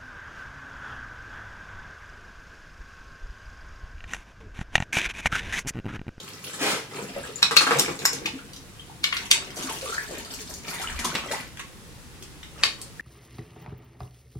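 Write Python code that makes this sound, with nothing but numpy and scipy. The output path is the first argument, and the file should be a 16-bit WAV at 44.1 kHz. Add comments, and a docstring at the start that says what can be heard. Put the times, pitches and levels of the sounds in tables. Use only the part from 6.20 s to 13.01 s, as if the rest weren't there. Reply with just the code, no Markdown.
"""Water stirs and bubbles as someone wades in a boat's hold, over outdoor air and a far, throbbing engine.
A wet rag crumples down; a hand net's hoop then thuds, cracks and rings, and sets hard debris clinking.
Water is noise pops, slaps and drops through resonances, plus gliding sines for bubbles.
Noise-burst contacts ring the hoop; debris is dying sines, the engine close sines beating together.
A short, diffuse echo stands for the bare walls."""
import sys
import numpy as np
from scipy import signal
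from scipy.io import wavfile
from scipy.ndimage import uniform_filter1d, map_coordinates

SR = 44100
rng = np.random.default_rng(int(sys.argv[2]) if len(sys.argv) > 2 else 0)


def wav_out(sig):
    """Save sig, one row per channel (or a flat mono array), as 16-bit PCM at SR to the path in sys.argv[1]."""
    wavfile.write(sys.argv[1], SR, np.round(np.clip(np.atleast_2d(sig).T, -1, 1) * 32767).astype(np.int16))


N = 300321
TIME = np.arange(N) / SR


def from_db(db):
    """Turns decibels into an amplitude factor."""
    return 10 ** (np.asarray(db) / 20)


def rms_one(x):
    """Scales a sound to rms 1."""
    return x / np.sqrt(np.mean(x ** 2) + 1e-20)


def blow(x):
    """Scales a short sound to the energy of 10 ms at rms 1."""
    return x / np.sqrt(np.sum(x ** 2) / (SR / 100) + 1e-20)


def at_hz(points, hz):
    """Reads a table on a log-frequency axis."""
    table_hz, values = np.array(points).T
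    return np.interp(np.log(hz), np.log(table_hz), values)


def band(x, low_hz, high_hz, order=2):
    """Causal band-pass."""
    edges_hz = [low_hz, min(high_hz, SR / 2 - 500)]
    return signal.sosfilt(signal.butter(order, edges_hz, "band", fs=SR, output="sos"), x + 1e-18)


def resonate(x, hz, width_hz):
    """A two-pole resonance with gain 1 on top."""
    r = np.exp(-np.pi * width_hz / SR)
    feed = np.array([1, 0, -1]) * (1 - r * r) / 2
    feedback = [1, -2 * r * np.cos(2 * np.pi * hz / SR), r * r]
    return signal.lfilter(feed, feedback, x + 1e-18)


def add(out, s, sound):
    """Lays a short sound into out at time s."""
    i = max(round(s * SR), 0)
    out[..., i:i + sound.shape[-1]] += sound[..., :max(N - i, 0)]


def panned(sound, pan_db):
    """Makes the left louder than the right by pan_db."""
    return sound * from_db([[pan_db / 2], [-pan_db / 2]])


def swell_db(start_s, length_s, rise_db_per_s, fall_db_per_s, sag_db_per_s=0):
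    """Attack, hold and release in dB below the top; the attack ends at start_s."""
    age = TIME - start_s
    attack = rise_db_per_s * np.minimum(age, 0)
    sag = sag_db_per_s * np.clip(age, 0, length_s)
    release = fall_db_per_s * np.maximum(age - length_s, 0)
    return attack - sag - release


def burst(decay_s):
    """A quickly dying cluster of tiny impacts, made of noise."""
    t = TIME[:SR // 10]
    return rng.standard_normal(len(t)) * np.exp(-t / decay_s)


def scuffed(decay_s, lead_s, scuff_db):
    """A contact that scuffs faintly for lead_s before it lands and rattles out."""
    t = TIME[:SR // 10] - lead_s
    scuff = from_db(scuff_db) * (1 + t / lead_s)
    rattle = np.exp(-np.abs(t) / decay_s)
    return rng.standard_normal(len(t)) * np.where(t < 0, scuff, rattle)


def grains(hz, per_s, spread_db, sharpness):
    """Random small pops of uneven size ringing at one pitch; rms 1."""
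    clicks = np.zeros(N)
    at = np.flatnonzero(rng.random(N) < per_s / SR)
    size = np.minimum(rng.exponential(1, N), 3)
    sign = np.sign(rng.random(N) - .5)
    clicks[at] = from_db(spread_db * size[at]) * sign[at]
    ringing = resonate(clicks, hz, hz / sharpness)
    return rms_one(band(ringing, hz / 2, hz * 2, order=1))


def chirp(hz, ring_ms, rise):
    """An air pocket rings and glides by the fraction rise; ring_ms is its t60 at 1 kHz, shorter above."""
    t60_s = ring_ms / 1000 * (1000 / hz) ** .6
    age = TIME[:SR // 8] / t60_s
    phase = 2 * np.pi * np.cumsum(hz * (1 + rise * np.minimum(age, 1))) / SR
    envelope = (1 - np.exp(-age * 25)) * np.exp(-np.log(1000) * age)
    return envelope * np.sin(phase)


# how alike left and right are: pitch_hz, likeness (1 = identical)
LIKENESS = [(30, 0.41), (70, 0.8), (150, 0.95), (300, 0.97), (600, 0.33), (1200, 0.25), (3000, 0.032),
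            (16000, 0.1)]


def diffuse_bands(size):
    """Half-octave bands of stereo noise, alike in the bass and mostly unrelated in the treble: (Hz, noise)."""
    edges_hz = 22 * 2 ** np.arange(0, 10.1, .5)
    white = rng.standard_normal((2, 2, size))
    for k, (low_hz, high_hz) in enumerate(zip(edges_hz, edges_hz[1:])):
        mid, side = band(white[k % 2], low_hz, high_hz)
        hz = np.sqrt(low_hz * high_hz)
        alike = np.clip(at_hz(LIKENESS, hz), -1, 1)
        yield hz, np.sqrt(1 + alike) * mid + np.sqrt(1 - alike) * side * [[1], [-1]]


# a boot shifts and heaves the water: peak_s, level_db
HEAVES = [(1.0, -49), (4.75, -35), (6.41, -50)]
HEAVE_DB_PER_S = 110   # rise and fall
WADING_DB, WADING_BUILDS_S, WADING_GROWTH_DB = -52.5, 2.1, 18


def wading():
    """Strength of the low stir: it builds up, then stays, with a surge at each heave."""
    steady = from_db(WADING_DB - WADING_GROWTH_DB * np.maximum(1 - TIME / WADING_BUILDS_S, 0))
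    surges = [from_db(db - HEAVE_DB_PER_S * np.abs(TIME - s)) for s, db in HEAVES]
    return np.sqrt(steady ** 2 + np.sum(np.square(surges), axis=0))


# tone of the air and the low stir: pitch_hz, relative_level_db (per Hz)
AIR_COLOUR = [(15, -35), (25, -12.5), (76, -8.5), (114, 2.5), (157, -0.5), (516, -13.5), (560, -35),
              (863, -11.5), (962, -13.5), (2840, -16.5), (3250, -16.5), (3520, -18), (10400, -22),
              (16000, -36)]
AIR_DB = -47.5
# close engine partials: pitch_hz, level_db (before nearness)
ENGINE = [(146, -56), (159, -50), (172, -63)]


def background():
    """Outdoor air, the low stir of wading and a far engine whose close partials throb."""
    bands = [(hz, from_db(at_hz(AIR_COLOUR, hz)) * noise) for hz, noise in diffuse_bands(N)]
    air = rms_one(sum(noise for hz, noise in bands if hz > 100))
    low = rms_one(sum(noise for hz, noise in bands if hz <= 100))
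    # the engine's speed is never quite steady
    wander = np.cumsum(rng.standard_normal(N)) / np.sqrt(N)
    engine = np.zeros((2, N))
    for hz, db in ENGINE:
        turns = hz * TIME + 2 * wander + rng.random()
        engine += from_db(db) * np.sin(2 * np.pi * (turns + [[0], [.5]]))   # opposite in the two ears
    nearness = np.interp(TIME, [1, 5.3], [.25, .85])
    return from_db(AIR_DB) * air + wading() * low + nearness * engine


# swells of water noise (pushes, ripples or cloth rustle, draining):
# start_s, length_s, gurgle_db, splash_db, spray_db (before colour)
SWELLS = [(0.015, 0.16, -71, -51.5, -48), (0.248, 0.15, -51, -46.5, -41.5), (0.738, 0.11, -37, -39, -44.5),
          (0.953, 0.28, -47.5, -46, -48), (1.443, 0.1, -39, -24, -35.5), (1.59, 0.054, -33, -38.5, -36),
          (1.804, 0.34, -41, -44, -51), (2.935, 0.078, -48.5, -36.5, -42), (3.14, 0.1, -42, -37.5, -52.5),
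          (3.382, 0.16, -45, -40.5, -40), (3.614, 0.22, -56, -41.5, -38.5), (3.909, .1, -45, -39.5, -44.5),
          (4.08, 0.33, -71, -54.5, -45), (4.475, .25, -52, -36, -41.5), (4.842, 0.12, -38.5, -32, -40.5),
          (5.07, 0.097, -43, -37.5, -45.5), (6.39, .1, -44, -45, -49.5)]
# each swell rises, slackens as it goes on, then the water settles
SWELL_DB_PER_S, SAG_DB_PER_S, SETTLE_DB_PER_S = 294, 5.5, 112
# ripples between swells
CALM_GURGLE_DB, CALM_SPLASH_DB, CALM_SPRAY_DB = -54.5, -67.5, -63.5


def stirred():
    """Levels of gurgle, splash and spray in dB: the swells add up over the calm ripples."""
    power = from_db([[CALM_GURGLE_DB], [CALM_SPLASH_DB], [CALM_SPRAY_DB]]) ** 2
    for start_s, length_s, *levels_db in SWELLS:
        swell = from_db(swell_db(start_s, length_s, SWELL_DB_PER_S, SETTLE_DB_PER_S, SAG_DB_PER_S))
        power = power + np.outer(from_db(levels_db), swell) ** 2
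    return 10 * np.log10(power)


def slosh():
    """Large bubbles gurgle, smaller ones splash, the finest fizz as spray; they clump and spread in stereo."""
    gurgle_db, splash_db, spray_db = stirred()
    # pitch_hz, relative_level_db per bubble size
    colour = [(130, -13), (250, -12.0), (450, -9.0), (800, -15.0), (1300, -11.5), (2500, -9),
              (4000, -10.5), (8000, -9.5), (14000, -16)]
    clumps = rms_one(uniform_filter1d(rng.standard_normal(N), size=SR // 70))
    out = np.zeros((2, N))
    for hz in np.geomspace(130, 14500, 32):
        # shares of gurgle and spray at this pitch; splash takes the rest
        large = np.clip(at_hz([(500, 0.83), (950, 0.027)], hz), 0, 1)
        fine = np.clip(at_hz([(2100, 0.22), (4500, 1)], hz), 0, 1)
        level_db = large * gurgle_db + fine * spray_db + (1 - large - fine) * splash_db + at_hz(colour, hz)
        per_s = 65 * (hz / 1000) ** .3
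        pops = from_db(level_db) * grains(hz, per_s, spread_db=5.5, sharpness=9)
        out += [pops, np.roll(pops, rng.integers(-5, 6))]   # a few samples apart
    return from_db(-4 + 3.7 * clumps) * out


# the loudest bubbles: start_s, start_pitch_hz, level_db (before trim)
BUBBLES = [(.41, 276, -26.5), (.79, 465, -30.5), (.965, 542, -25), (1.037, 1590, -31), (1.09, 418, -32),
           (1.51, 490, -23), (1.555, 495, -21), (1.66, 2300, -21.5), (2.015, 383, -34.5), (2.05, 306, -33),
           (2.075, 860, -32), (2.136, 261, -30.5), (2.19, 1410, -33.5), (2.595, 3110, -32.5),
           (2.697, 830, -38), (3.44, 261.4, -31.5), (3.628, 510, -31), (3.725, 1330, -23),
           (3.78, 1690, -17), (4.598, 770, -31.5), (4.643, 1350, -28), (4.673, 2920, -24),
           (4.85, 1050, -22), (5.11, 510, -29), (5.135, 830, -26.5), (6.796, 1750, -23.5)]
# stray bubbles: the loudest above the splash, and how much weaker the rest
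CROWD_DB, CROWD_SPREAD_DB = 6.5, 13


def bubbles():
    """Each loud bubble sheds a smaller one just after it; a random crowd follows the splash level."""
    out = np.zeros(N)
    for s, hz, db in BUBBLES:
        add(out, s, from_db(db + 5.5) * chirp(hz, ring_ms=29.7, rise=0.093))
        add(out, s + 0.013, from_db(db - 3) * chirp(hz * 1.136, ring_ms=17, rise=0.13))
    splash_db = stirred()[1]
    for when, size, depth, glide in rng.random((300, 4)):
        i = int(when * N)
        level_db = splash_db[i] + CROWD_DB - CROWD_SPREAD_DB * depth
        stray = chirp(800 * 5 ** size, ring_ms=50, rise=.6 * glide - .15)
        add(out, i / SR, from_db(level_db) * stray)
    return out


# strings of bubbles from a filling or draining hollow:
# start_s, length_s, first_pitch_hz, last_pitch_hz, level_db (before trim and scatter)
GURGLES = [(3.469, 0.045, 1400, 780, -32), (3.621, .08, 545, 430, -33.5), (3.652, 0.14, 1185, 1730, -27),
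           (4.566, .08, 2200, 1220, -34), (4.637, 0.053, 1340, 3070, -34), (4.697, 0.053, 1690, 1090, -35),
           (4.775, .07, 2580, 1140, -30), (5.101, 0.058, 505, 1180, -28.5)]
# trim, scatter of pitch (fraction) and of strength
STRING_DB, STRING_DETUNE, STRING_UNEVEN_DB = 1.5, 0.033, 2


def gurgles():
    """Bubbles pinch off in quick succession while the hollow changes size."""
    out = np.zeros(N)
    for s, length_s, first_hz, last_hz, db in GURGLES:
        steps = (np.arange(12) + rng.random(12)) / 12
        for along in steps:
            detune, strength = rng.standard_normal(2)
            hz = first_hz * (last_hz / first_hz) ** along * (1 + STRING_DETUNE * detune)
            level_db = db + STRING_DB + STRING_UNEVEN_DB * strength
            add(out, s + along * length_s, from_db(level_db) * chirp(hz, ring_ms=25, rise=0.055))
    return out


# the lifted net drains through its mesh
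DRAIN_FROM_S, DRAIN_FOR_S, DRAIN_DROPS = 3.1, 1.05, 18
DRAIN_DB, DRAIN_SPREAD_DB = -32, 2   # before the trim in drops()
DRAIN_LOW_HZ, DRAIN_OCTAVES = 1790, 2.15


def drain():
    """Drops leave the lifted mesh at random: rows like those of DROPS."""
    return [(DRAIN_FROM_S + DRAIN_FOR_S * when,
             DRAIN_DB - DRAIN_SPREAD_DB * weak,
             DRAIN_LOW_HZ * 2 ** (DRAIN_OCTAVES * small))
            for when, weak, small in rng.random((DRAIN_DROPS, 3))]


# single drops and small taps: start_s, level_db (before trim), centre_hz
DROPS = [(0.0779, -34.5, 2090), (1.7913, -25.5, 2960), (1.9316, -20, 5750), (2.3334, -32.5, 4060),
         (2.363, -33.5, 4250), (3.612, -28.5, 2270), (4.1386, -27, 5100), (4.3011, -32, 7300),
         (4.339, -27, 6160), (5.3724, -31.5, 1480), (6.0247, -32, 4870), (6.231, -31, 2400),
         (6.6154, -26.5, 6000)]


def drops():
    """Each drop or tap lands with a small bright tick of resonant noise."""
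    out = np.zeros(N)
    for s, db, hz in list(DROPS) + drain():
        tick = band(resonate(burst(decay_s=0.0014), hz, 0.58 * hz), 1660, 22500)
        add(out, s, from_db(db - 12.0) * blow(tick))
    return out


# water slaps, and at 1.586 s the hiss of a scrape:
# start_s, slap_db, body_db, spray_db, centre_hz (slap and body before trim)
SLAPS = [(0.962, -39, -29.5, -70, 710), (1.31, -19, -29.5, -36, 1190), (1.409, -17, -30.5, -29.5, 1360),
         (1.468, -15.5, -27, -39.5, 1410), (1.509, -13, -24, -39, 1260), (1.586, -29, -25.5, -26, 1600),
         (1.68, -26, -26, -50, 1090), (3.368, -40, -34.5, -39.5, 716), (3.425, -36.5, -44, -38, 955),
         (3.907, -56, -33, -68, 710), (4.48, -35, -44, -41, 726), (4.617, -35, -56, -37, 1370),
         (4.79, -28.5, -36, -36, 2000), (4.845, -27.5, -31, -30.5, 1100), (5.113, -26.5, -41, -34, 1600)]
REBOUND_S, REBOUND_DB = 0.007, -2   # each sounds a second time, as water falling back does


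def slaps():
    """A cavity smacks shut in a cycle or two, with a low body and a scatter of spray; a scrape shares the recipe."""
    out, t = np.zeros(N), TIME[:SR // 10]
    rebounds = [(s + REBOUND_S, *np.add(levels_db, REBOUND_DB), hz) for s, *levels_db, hz in SLAPS]
    for s, slap_db, body_db, spray_db, centre_hz in list(SLAPS) + rebounds:
        pop = np.exp(-t / 0.0006) * np.sin(2 * np.pi * centre_hz * t)
        froth = resonate(burst(decay_s=0.0058), centre_hz, 1700)
        smack = band(blow(pop) + .5 * blow(froth), 820, 6700)
        body = band(burst(decay_s=0.0039), 216, 580)
        spray = band(resonate(burst(decay_s=0.0062), 4100, 11200), 1850, 10900)
        add(out, s, from_db(slap_db - 8.5) * blow(smack))
        add(out, s, from_db(body_db - 6) * blow(body))
        add(out, s, from_db(spray_db) * blow(spray))
    return out


# tone of the wet cloth: pitch_hz, relative_level_db (per Hz)
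RAG_COLOUR = [(41, -54), (70, -22), (110, -31), (321, -12.5), (422, 6), (727, -18.5), (1230, -2.5),
              (1340, -7), (7390, -19), (12700, -28), (16000, -42)]
# the rag lands, slumps for a moment and comes to rest
RAG_LANDS_S, RAG_SLUMP_S, RAG_DB = 0.42, 0.092, -27.5
RAG_RISE_DB_PER_S, RAG_FALL_DB_PER_S = 448, 167


def rag():
    """Wet cloth collapses in a dense crumple of pops, with low noise for its weight."""
    level_db = RAG_DB + swell_db(RAG_LANDS_S, RAG_SLUMP_S, RAG_RISE_DB_PER_S, RAG_FALL_DB_PER_S)
    folds = np.zeros(N)
    for hz in np.geomspace(100, 14000, 16):
        gain = from_db(at_hz(RAG_COLOUR, hz)) * np.sqrt(hz)   # wider bands hold more energy
        folds += gain * grains(hz, per_s=700, spread_db=-0.5, sharpness=1.43)
    weight = band(rng.standard_normal(N), 114, 230)
    return from_db(level_db) * (rms_one(folds) + from_db(-17.5) * rms_one(weight))


# bits of hard debris set ringing by the hoop: start_s, pitch_hz, level_db (before trim), t60_s, left_right_db
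CLINKS = [(1.158, 7040, -24.5, 0.056, 10), (1.228, 5450, -8.5, 0.025, 2), (1.23, 3940, -4.5, 0.023, -13),
          (1.366, 2630, -8, 0.03, 13), (1.373, 4300, 0, 0.026, 10.5), (1.368, 6500, -14, 0.031, 0),
          (1.595, 5550, -15, 0.066, 0), (1.855, 5340, -9, 0.065, 3), (1.859, 7030, -8, 0.024, -5),
          (1.857, 12800, -18, 0.027, 5), (2.058, 2500, -18, 0.032, 12), (3.113, 3460, -7.5, 0.017, 13),
          (6.436, 4530, -6, 0.02, 3)]


def clinks():
    """Small hard pieces ring for a moment, chattering against the hoop and damped by the wet."""
    out, t = np.zeros((2, N)), TIME[:SR // 4]
    for s, hz, db, t60_s, pan_db in CLINKS:
        chatter = rms_one(band(rng.standard_normal(len(t)), 25, 400))
        tone = np.sin(2 * np.pi * hz * t + 0.44 * chatter)
        fade = from_db(-60 * t / t60_s)
        add(out, s, panned(from_db(db - 1.5) * fade * tone, pan_db))
    return out


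# hoop and handle knocking:
# start_s, ring_db, thud_db, crack_db (all before trim), centre_hz, left_right_db, contact_s
KNOCKS = [(1.2278, -12, -19.5, -19, 3870, 2, 0.0015), (1.3663, -13, -16, -17.5, 4350, 7.5, 0.0015),
          (1.3701, -14.5, -22.5, -24, 4320, -17, 0.002), (1.5952, -17, -38, -14.5, 5900, 0, 0.0022),
          (1.8529, -20, -17.5, -16.5, 4040, 0.5, 0.0024), (2.059, -19.5, -46, -30.5, 3300, -2, 0.005),
          (2.8406, -12.5, -31, -25, 3870, 1.5, 0.0024), (2.9255, -17, -49, -45, 1880, 2.5, 0.0035),
          (2.9667, -21.5, -34.5, -32.5, 3730, -1, 0.0058), (3.1127, -7, -29, -10, 4430, -0.5, 0.0022),
          (4.951, -19.5, -23.5, -31, 3200, -0.5, 0.0078), (5.394, -28.5, -37.5, -36, 1710, -1, 0.013),
          (6.4351, -10, -22, -21.5, 3460, 1, 0.0022)]
# what the net's frame rings with: pitch_hz, width_hz, relative_level_db
FRAME = [(1130, 100, 0), (1910, 450, 2.5), (2120, 136, 4), (2535, 350, 2), (3000, 335, 4), (3650, 740, 5),
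         (4480, 970, 5.5), (5440, 610, -0.5), (7400, 3000, -33)]


def knocks():
    """Each contact thuds, cracks and rings the frame, most near the pitch that its hardness favours."""
    out = np.zeros((2, N))
    lead_s = .01
    for s, ring_db, thud_db, crack_db, centre_hz, pan_db, contact_s in KNOCKS:
        force = scuffed(contact_s, lead_s, scuff_db=-21.5)
        ring = np.zeros(len(force))
        for k, (hz, width_hz, db) in enumerate(FRAME):
            favoured_db = db - 4.9 * np.log2(hz / centre_hz) ** 2
            ring += (-1) ** k * from_db(favoured_db) * blow(resonate(force, hz, width_hz))
        thud = band(resonate(force, 1840, 1270), 156, 1720)
        crack = band(resonate(force, 6570, 3400), 5650, 17400)
        sound = from_db(ring_db - 6) * blow(ring)
        sound += from_db(thud_db - 4) * blow(thud)
        sound += from_db(crack_db - 6) * blow(crack)
        add(out, s - lead_s, panned(sound, pan_db))
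    return out


# where the net works: time_s, left_lead_ms (negative: right leads)
BEARING = [(0, -0.11), (.55, -.12), (.8, 0.17), (1.4, 0.13), (2.1, 0.18), (4.2, 0.17), (4.8, 0.024),
           (5.3, -0.1), (6.81, -0.017)]


def at_ears(sound):
    """The direct sound reaches one ear before the other."""
    lead_ms = np.interp(TIME, *np.transpose(BEARING))
    left, right = np.broadcast_to(sound, (2, N))
    return np.array([left, map_coordinates(right, [np.arange(N) - lead_ms * SR / 1000], order=3)])


# ring time of the bare walls: pitch_hz, t60_s
HOLD = [(100, 0.12), (400, 0.25), (1500, 0.25), (4000, 0.28), (8000, 0.25), (16000, 0.12)]


def hold_echo(build_s):
    """Dense reflections build up over about build_s, then die at each band's own rate; energy 1."""
    t = TIME[:SR * 2 // 3]
    tail = sum(noise * from_db(-60 * t / at_hz(HOLD, hz)) for hz, noise in diffuse_bands(len(t)))
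    tail = tail * (1 - np.exp(-(t / build_s) ** 2))
    return rms_one(tail) / np.sqrt(len(t))


def hold(sound):
    """The pattern of reflections changes as the net moves about: eight echoes crossfade."""
    spots_s = np.linspace(0, TIME[-1], num=8)
    out = np.zeros((2, N))
    for s in spots_s:
        share = np.sqrt(np.clip(1 - np.abs(TIME - s) / spots_s[1], 0, 1))
        near = np.flatnonzero(share)
        echo = signal.fftconvolve((sound * share)[:, near], hold_echo(build_s=0.00043), axes=1)
        add(out, near[0] / SR, echo)
    return out


def scene():
    """Mixes the direct sources, their echo from the walls and the background."""
    hoop, debris, smacks = knocks(), clinks(), slaps() + drops()
    water, pockets = slosh() + rag(), bubbles() + gurgles()
    to_walls = from_db(-1.5) * hoop + from_db(-5.0) * debris + from_db(3) * smacks
    to_walls = to_walls + from_db(1.5) * water + from_db(-1.5) * pockets
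    direct = at_ears(hoop + debris + smacks + water + pockets)
    return panned(direct + hold(to_walls), pan_db=0.8) + background()


CUTOFF_HZ = 16000


def record(dry):
    """Peaks beyond full scale are clipped; then the top is cut steeply."""
    low_pass = signal.ellip(12, .2, 90, CUTOFF_HZ, fs=SR, output="sos")
    return signal.sosfilt(low_pass, np.clip(dry, -1, 1))


dry = scene()
out = record(dry)
wav_out(out)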